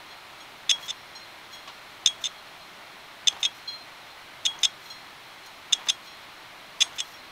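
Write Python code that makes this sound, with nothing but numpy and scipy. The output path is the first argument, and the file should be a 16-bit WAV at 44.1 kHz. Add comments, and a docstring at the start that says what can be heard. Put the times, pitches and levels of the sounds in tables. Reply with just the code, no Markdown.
"""A quiet room hisses, and close by the steel rim (flange) of a worn wheel hub sings faintly and pings.
Then a hand turns the hub in six short pushes, and its dry bearing rumbles and rustles.
In each push the balls catch twice on their pitted track: jolts chatter through the steel housing,
the slipping ball squeaks, and the flange rings on. The hub settles with soft pings.
Along the way come light brushing on rust, a few dull knocks and, late on, two ticks of a loose ball."""
import sys
import numpy as np
from scipy import signal
from scipy.fft import rfft, irfft, next_fast_len
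from scipy.io import wavfile

SR = 44100
rng = np.random.default_rng(int(sys.argv[2]) if len(sys.argv) > 2 else 0)


def to_wav(sig):
    """Store sig (one row per channel, or 1-D mono) as 16-bit WAV at the path in sys.argv[1].

    Samples outside -1..1 are clipped; the rate is SR.
    """
    pcm = np.clip(np.atleast_2d(sig), -1, 1) * 32767
    pcm = np.round(pcm).astype(np.int16)
    wavfile.write(sys.argv[1], SR, pcm.T)  # frames by channels


N = 322371
TIME = np.arange(N) / SR

# Tone colour of the room's hiss: f/Hz, relative level/dB
HISS_SPECTRUM = [(20, -11.5), (60, -13.5), (130, -7.5), (230, -9.5), (340, -6), (490, -10), (620, -3),
                 (900, -2), (1350, -2.5), (1650, -5), (2100, -3), (2600, -6), (4200, -8), (4550, -13.5),
                 (6600, -20), (7300, -23), (9500, -24), (15000, -27)]
# The flange's modes (the notes it rings at), with a close pair that beats: f/Hz
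FLANGE_PITCHES = [3316, 4159, 4172, 4737, 5546, 6602, 8205, 10146, 11150]
# For each of those modes: relative level/dB, free ring time/s (to fade by 60 dB)
FLANGE_MODES = [(4, 0.36), (1.5, 0.46), (-4, .55), (-20, .35), (5.5, 0.29), (2.5, 0.3), (-8, 0.49),
                (-7, 0.31), (-21, .3)]
# For each mode: its group (0-3), which picks one of the four levels of a strike
MODE_GROUPS = [0, 1, 1, 1, 2, 3, 3, 3, 3]
# Pings as the hub settles: t/s, level/dB for each of the four groups, ring time factor
SETTLING_PINGS = [(.104, -51, -47, -60, -63, .68), (.402, -47, -56, -55, -49, .47),
                  (.825, -38.5, -48, -53, -52, .54), (1.151, -54, -40.5, -47, -49, .7),
                  (1.526, -43, -46, -50, -49, .78), (3.675, -36.5, -30, -51, -51, .8),
                  (4.899, -42, -39, -48, -49, .7), (5.467, -60, -50, -58, -51, .38),
                  (6.068, -55, -49, -57, -61, 1.2), (7.136, -49, -59, -50, -62, .56)]
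# Rumble of each push: level/dB
PUSH_LEVELS = [-51, -55, -47, -47.5, -47.5, -52.5]
# Tone colours of the bearing's rumble and of its gritty rustle: f/Hz, relative level/dB
RUMBLE_SPECTRUM = [(25, -45), (130, -12), (450, -20), (700, -1.5), (900, 4), (1150, 0), (1700, -4),
                   (3500, -11), (8000, -35)]
GRIT_SPECTRUM = [(1500, 5), (3400, 7), (4600, -7), (6400, -5.5), (8500, -15.5), (15000, -18)]
# A ball catches in a pit, twice a push: start t/s, far edge t/s, end t/s, drop level/dB,
# chatter level/dB, far edge level/dB, brightness/(dB per octave), pitch factor, squeak level/dB,
# ring level/dB for groups 0, 2 and 3, ring time factor. The levels are relative.
PIT_CATCHES = [(.692, .7115, .716, -11, -12.5, -8, -.5, .997, -5.5, -20.5, -38, -42, .44),
               (.880, .906, .912, -31, -25.5, -22, -2, 1.01, -2.5, -42, -50, -54, .3),
               (2.0583, 2.072, 2.079, -4.5, -19.5, -15.5, -.5, 1.008, 0, -24, -52, -39, .43),
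               (2.2378, 2.2555, 2.274, -22, -24, -20, -2, 1.018, -.5, -33, -58, -56, .17),
               (3.2705, 3.2815, 3.286, -11, -15.5, -8, 0, 1.003, 2, -33.5, -47, -44, .33),
               (3.4275, 3.4513, 3.464, -15, -20, -15.5, -5, 1.022, -2, -17, -41, -39, .22),
               (4.4507, 4.463, 4.469, -15, -15.5, -10, -1.5, 1.003, -4.5, -23.5, -50, -44, .53),
               (4.6305, 4.6515, 4.657, -6.5, -13.5, -9.5, -.5, 1.004, -4, -21, -46, -41, .19),
               (5.7232, 5.7305, 5.74, -16, -15.5, -6.5, -1.5, .995, -3, -30, -42, -45, .4),
               (5.8845, 5.8985, 5.904, -14, -13.5, -10.5, .5, .99, -4.5, -33, -42, -41, .38),
               (6.8045, 6.821, 6.829, -15, -11.5, -5.5, -.5, .982, -5, -37, -41, -32, .39),
               (6.9815, 7.003, 7.009, -24, -23, -11.5, -2, 1.002, -5.5, -25, -41, -38, .21)]
# Quickly fading modes of the housing: f/Hz, width/Hz, relative level/dB
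HOUSING_MODES = [(2100, 350, -21), (2494, 86, -10.5), (2820, 314, -9), (3015, 173, -6.5), (3302, 82, -2),
                 (3670, 320, -10), (3906, 134, -6.5), (5023, 330, -10), (5364, 210, -7.5), (6185, 150, -4),
                 (6340, 325, -5), (6845, 260, -11), (7390, 180, -13), (7646, 170, -14), (8050, 110, -18),
                 (9100, 220, -24.5), (9500, 130, -28), (10240, 210, -25.5), (10900, 300, -37),
                 (11450, 160, -34), (13300, 500, -43)]
# Hollows between the housing's clusters of modes: f/Hz, width/Hz, level/dB
HOUSING_DIPS = [(4480, 540, -8.5), (5900, 280, -10), (8470, 350, -5)]
# Notes that a sticking and slipping ball excites: f/Hz, relative level/dB, wander/Hz
SQUEAK_MODES = [(3535, -2, 58), (6150, -12, 80)]
# Light, dry brushing on the rusty steel: start t/s, end t/s, level/dB
BRUSH_STROKES = [(.788, .882, -52), (1.51, 1.572, -56), (3.54, 3.602, -55), (4.79, 4.945, -56),
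                 (5.455, 5.476, -50), (6.027, 6.094, -57), (6.992, 7.19, -56)]
# Tone colour of the brushing: f/Hz, relative level/dB
BRUSH_SPECTRUM = [(2000, -16), (6000, 5), (9000, -8), (14000, -2), (16000, -6)]
# Dull knocks of the hub: t/s, relative level/dB, fade time/s
HUB_KNOCKS = [(1.675, -41, 0.023), (2.058, -43, 0.0079), (3.3245, -37.5, 0.0054), (5.868, -36, 0.0083),
              (6.816, -45, 0.04)]
# Tone colour of the knocks: f/Hz, relative level/dB
KNOCK_SPECTRUM = [(25, -40), (150, -14), (500, -13), (850, 0.5), (1100, -0.5), (1500, -9.5), (3500, -3.5),
                  (6500, -20), (11000, -40)]
# Stray ticks of a loose ball: t/s, level/dB
BALL_TICKS = [(4.590, -34), (6.931, -46)]


def from_db(db):
    """Turn decibels into a factor to multiply by."""
    return 10 ** (np.asarray(db) / 20)


def add(out, s, sound):
    """Mix a sound in, starting at s seconds."""
    at = int(round(s * SR))
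    out[at:at + len(sound)] += sound[:N - at]


def coloured(x, spectrum):
    """Give a signal a tone colour, then scale it to a typical size (rms) of 1."""
    hz, db = np.transpose(spectrum)
    size = next_fast_len(N)
    log_hz = np.log(np.maximum(np.fft.rfftfreq(size, 1 / SR), 1))
    gain = from_db(np.interp(log_hz, np.log(hz), db))
    shaped = irfft(rfft(x, size) * gain, size)[:N]
    return shaped / np.std(shaped)


def grains(size, per_s, spread_db):
    """Tiny random clicks of uneven strength, scaled to an rms of 1."""
    clicks = (rng.random(size) < per_s / SR) * rng.standard_normal(size)
    clicks *= from_db(spread_db * rng.standard_normal(size))
    return clicks / (np.std(clicks) + 1e-12)


def drift(size, rate):
    """A value that glides to a new random number rate times a second."""
    steps = np.arange(size) * rate / SR
    targets = rng.standard_normal(int(steps[-1]) + 2)
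    return np.interp(steps, np.arange(len(targets)), targets)


def resonate(x, hz, width):
    """Let a signal ring at one pitch, with a gain of 1 at that pitch."""
    r = np.exp(-np.pi * width / SR)
    feedback = [1, -2 * r * np.cos(2 * np.pi * hz / SR), r * r]
    return signal.lfilter(np.array([1, 0, -1]) * (1 - r * r) / 2, feedback, x)


def stroke(start, end):
    """A movement that speeds up and slows down again."""
    return np.sin(np.pi * np.clip((TIME - start) / (end - start), 0, 1))


def pushes():
    """Start times of the first and second catch of each push."""
    starts = [row[0] for row in PIT_CATCHES]
    return list(zip(starts[::2], starts[1::2]))


def room_hiss(level_db=-46):
    """The room hisses evenly throughout."""
    return from_db(level_db) * coloured(rng.standard_normal(N), HISS_SPECTRUM)


def singing(steady_db=-62, swell_db=-58, fade_s=.4, width_hz=14, mode_db=(-6, -6, -15, -24, -14)):
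    """Tiny contacts keep the lower flange modes just sounding, most as the hub coasts after a push."""
    contacts, out = grains(N, per_s=150, spread_db=3.5), 0
    for hz, db in zip(FLANGE_PITCHES, mode_db):
        mode = resonate(contacts + 1e-18, hz, width_hz)
        out += from_db(db) * mode / np.std(mode)
    coasting = sum((TIME > second) * np.exp(-np.abs(TIME - second) / fade_s) for _, second in pushes())
    return out * (from_db(steady_db) + from_db(swell_db) * coasting)


def flange_ring(strike_db, ring_factor, rise_s, top_hz, detune_hz=4):
    """Pure notes whose balance depends on where the ball strikes; the hand can shorten the ring."""
    out, t = 0, TIME[:SR // 2]
    shift_hz = detune_hz * rng.standard_normal()   # the load on the hub pulls the pitch a little
    for hz, group, (db, ring_s) in zip(FLANGE_PITCHES, MODE_GROUPS, FLANGE_MODES):
        gain = from_db(db + strike_db[group]) / (1 + (hz / top_hz) ** 8)
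        fade = np.exp(-np.log(1000) * t / (ring_s * ring_factor))
        out += gain * fade * np.sin(2 * np.pi * (hz + shift_hz) * t)
    return out * (1 - np.exp(-t / rise_s))


def pings():
    """The hub settles and the flange pings, with a gentle start and a mellow tone."""
    out = np.zeros(N)
    for s, *strike_db, ring_factor in SETTLING_PINGS:
        add(out, s, flange_ring(strike_db, ring_factor, rise_s=.005, top_hz=9800))
    return out


def room_echo(x, echo_db=-23, fade_60db_s=.17, gap_s=.0045):
    """The room adds a faint, short wash of echoes."""
    t = TIME[:SR // 3]
    echoes = rng.standard_normal(len(t)) * np.exp(-np.log(1000) * t / fade_60db_s) * (t > gap_s)
    return x + from_db(echo_db) * signal.fftconvolve(x, echoes / np.linalg.norm(echoes))[:N]


def rolling(uneven_db=2, grit_db=-52.5, lead_s=.08, coast_s=.11):
    """During each push the balls rumble and rustle along their dry track."""
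    bumps = grains(N, per_s=900, spread_db=2) * from_db(uneven_db * drift(N, rate=70))
    rumble = coloured(bumps, RUMBLE_SPECTRUM)
    rustle = from_db(grit_db) * coloured(grains(N, per_s=7000, spread_db=6.5), GRIT_SPECTRUM)
    return sum(stroke(first - lead_s, second + coast_s) * (from_db(db) * rumble + rustle)
               for (first, second), db in zip(pushes(), PUSH_LEVELS))


def catches(grind_db=6, drag_db=-10, ramp_s=.00051, drop_s=.0022, lesser_db=-2, clear_s=.002,
            jolt_db=27, crush_db=-11, crush_s=.0009, skid_rise_s=.00088, skid_s=.0023):
    """A grinding ball drops into a pit, chatters across it and strikes the far edge."""
    out, t = np.zeros(N), TIME[:SR // 10]
    for start, edge, end, drop_db, chatter_db, edge_db, bright_db, pitch, squeak_db, *_ in PIT_CATCHES:
        contact = from_db(chatter_db) * np.clip(np.minimum(t, end - start - t) / ramp_s, 0, 1)
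        force = from_db(grind_db) * contact * grains(len(t), per_s=9000, spread_db=3.5)
        slip = from_db(drag_db) * contact
        grit = rng.standard_normal(len(t))
        jolts = [(drop_s, drop_db), (edge - start, edge_db)]
        jolts += chatter(drop_s, end - start - clear_s, chatter_db + lesser_db)
        for s, db in jolts:
            at = int(round(s * SR))
            after = t[:len(t) - at]
            # a jolt is one sharp blow that crushes some grit and lets the ball skid
            blow = from_db(crush_db) * grit[at:] * np.exp(-after / crush_s)
            blow[0] = 1
            force[at:] += from_db(db + jolt_db) * blow
            slip[at:] += from_db(db) * 2 * (1 - np.exp(-after / skid_rise_s)) * np.exp(-after / skid_s)
        add(out, start, housing(force, bright_db, pitch) + from_db(squeak_db) * squeak(slip, pitch))
    return out


def housing(force, bright_db, pitch, crack_db=-47):
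    """Thick steel answers a blow with a bare crack and notes that die quickly."""
    sound = from_db(crack_db) * force
    for k, (hz, width, db) in enumerate(HOUSING_MODES):
        gain = from_db(db + bright_db * np.log2(hz / 3500))
        sound += (-1) ** k * gain * resonate(force, hz * pitch, width)
    for hz, width, db in HOUSING_DIPS:
        sound -= (1 - from_db(db)) * resonate(sound, hz * pitch, width)
    return sound


def squeak(slip, pitch):
    """Rubbing drives two unsteady notes for as long as the ball slips."""
    out = 0
    for hz, db, wander_hz in SQUEAK_MODES:
        unsteady_hz = hz * pitch + wander_hz * drift(len(slip), rate=500)
        out += from_db(db) * np.sin(2 * np.pi * np.cumsum(unsteady_hz) / SR)
    return slip * out


def chatter(from_s, until_s, db, gap_s=.004, jitter=.3, spread_db=1.5, count=14):
    """Small, unevenly spaced jolts as the ball crosses the pit: a list of t/s, level/dB."""
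    times = from_s + np.cumsum(gap_s * np.exp(jitter * rng.standard_normal(count)))
    levels = db + spread_db * rng.standard_normal(count)
    return [(s, level) for s, level in zip(times, levels) if s < until_s]


def edge_rings(group1_db=-49):
    """Hitting a pit's far edge sets the flange ringing, but barely stirs mode group 1."""
    out = np.zeros(N)
    for _, edge, *_, group0_db, group2_db, group3_db, ring_factor in PIT_CATCHES:
        strike_db = (group0_db, group1_db, group2_db, group3_db)
        add(out, edge, flange_ring(strike_db, ring_factor, rise_s=.002, top_hz=14000))
    return out


def brushing(scuff_s=.032, scuff_db=-50):
    """Fine rust rustles under a light touch, and scuffs just before each push's second catch."""
    rust = coloured(grains(N, per_s=4000, spread_db=2), BRUSH_SPECTRUM)
    scuffs = from_db(scuff_db) * sum(stroke(second - scuff_s, second) for _, second in pushes())
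    touches = sum(from_db(db) * stroke(start, end) for start, end, db in BRUSH_STROKES)
    return rust * (scuffs + touches)


def knocks(rise_s=.0014):
    """The hub knocks softly under the hand, in short, dull bursts of noise."""
    level, t = np.zeros(N), TIME[:SR // 5]
    for s, db, fade_s in HUB_KNOCKS:
        add(level, s, from_db(db) * 2 * (1 - np.exp(-t / rise_s)) * np.exp(-t / fade_s))
    return level * coloured(rng.standard_normal(N), KNOCK_SPECTRUM)


def ticks(hz=6250, peak_s=.0007):
    """A loose ball taps out one high, very short note."""
    out, t = np.zeros(N), TIME[:SR // 50]
    tick = t / peak_s * np.exp(1 - t / peak_s) * np.sin(2 * np.pi * hz * t)
    for s, db in BALL_TICKS:
        add(out, s, from_db(db) * tick)
    return out


def scene():
    """The hub heard close by, in one channel; only the struck sounds echo."""
    struck = room_echo(catches() + edge_rings() + pings() + ticks())
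    return (struck + singing() + rolling() + brushing() + knocks() + room_hiss())[None]


def record(dry, cutoff_hz=15600):
    """A steep filter cuts off the highest treble."""
    return signal.sosfilt(signal.ellip(10, .1, 70, cutoff_hz, fs=SR, output="sos"), dry)


dry = scene()
out = record(dry)
to_wav(out)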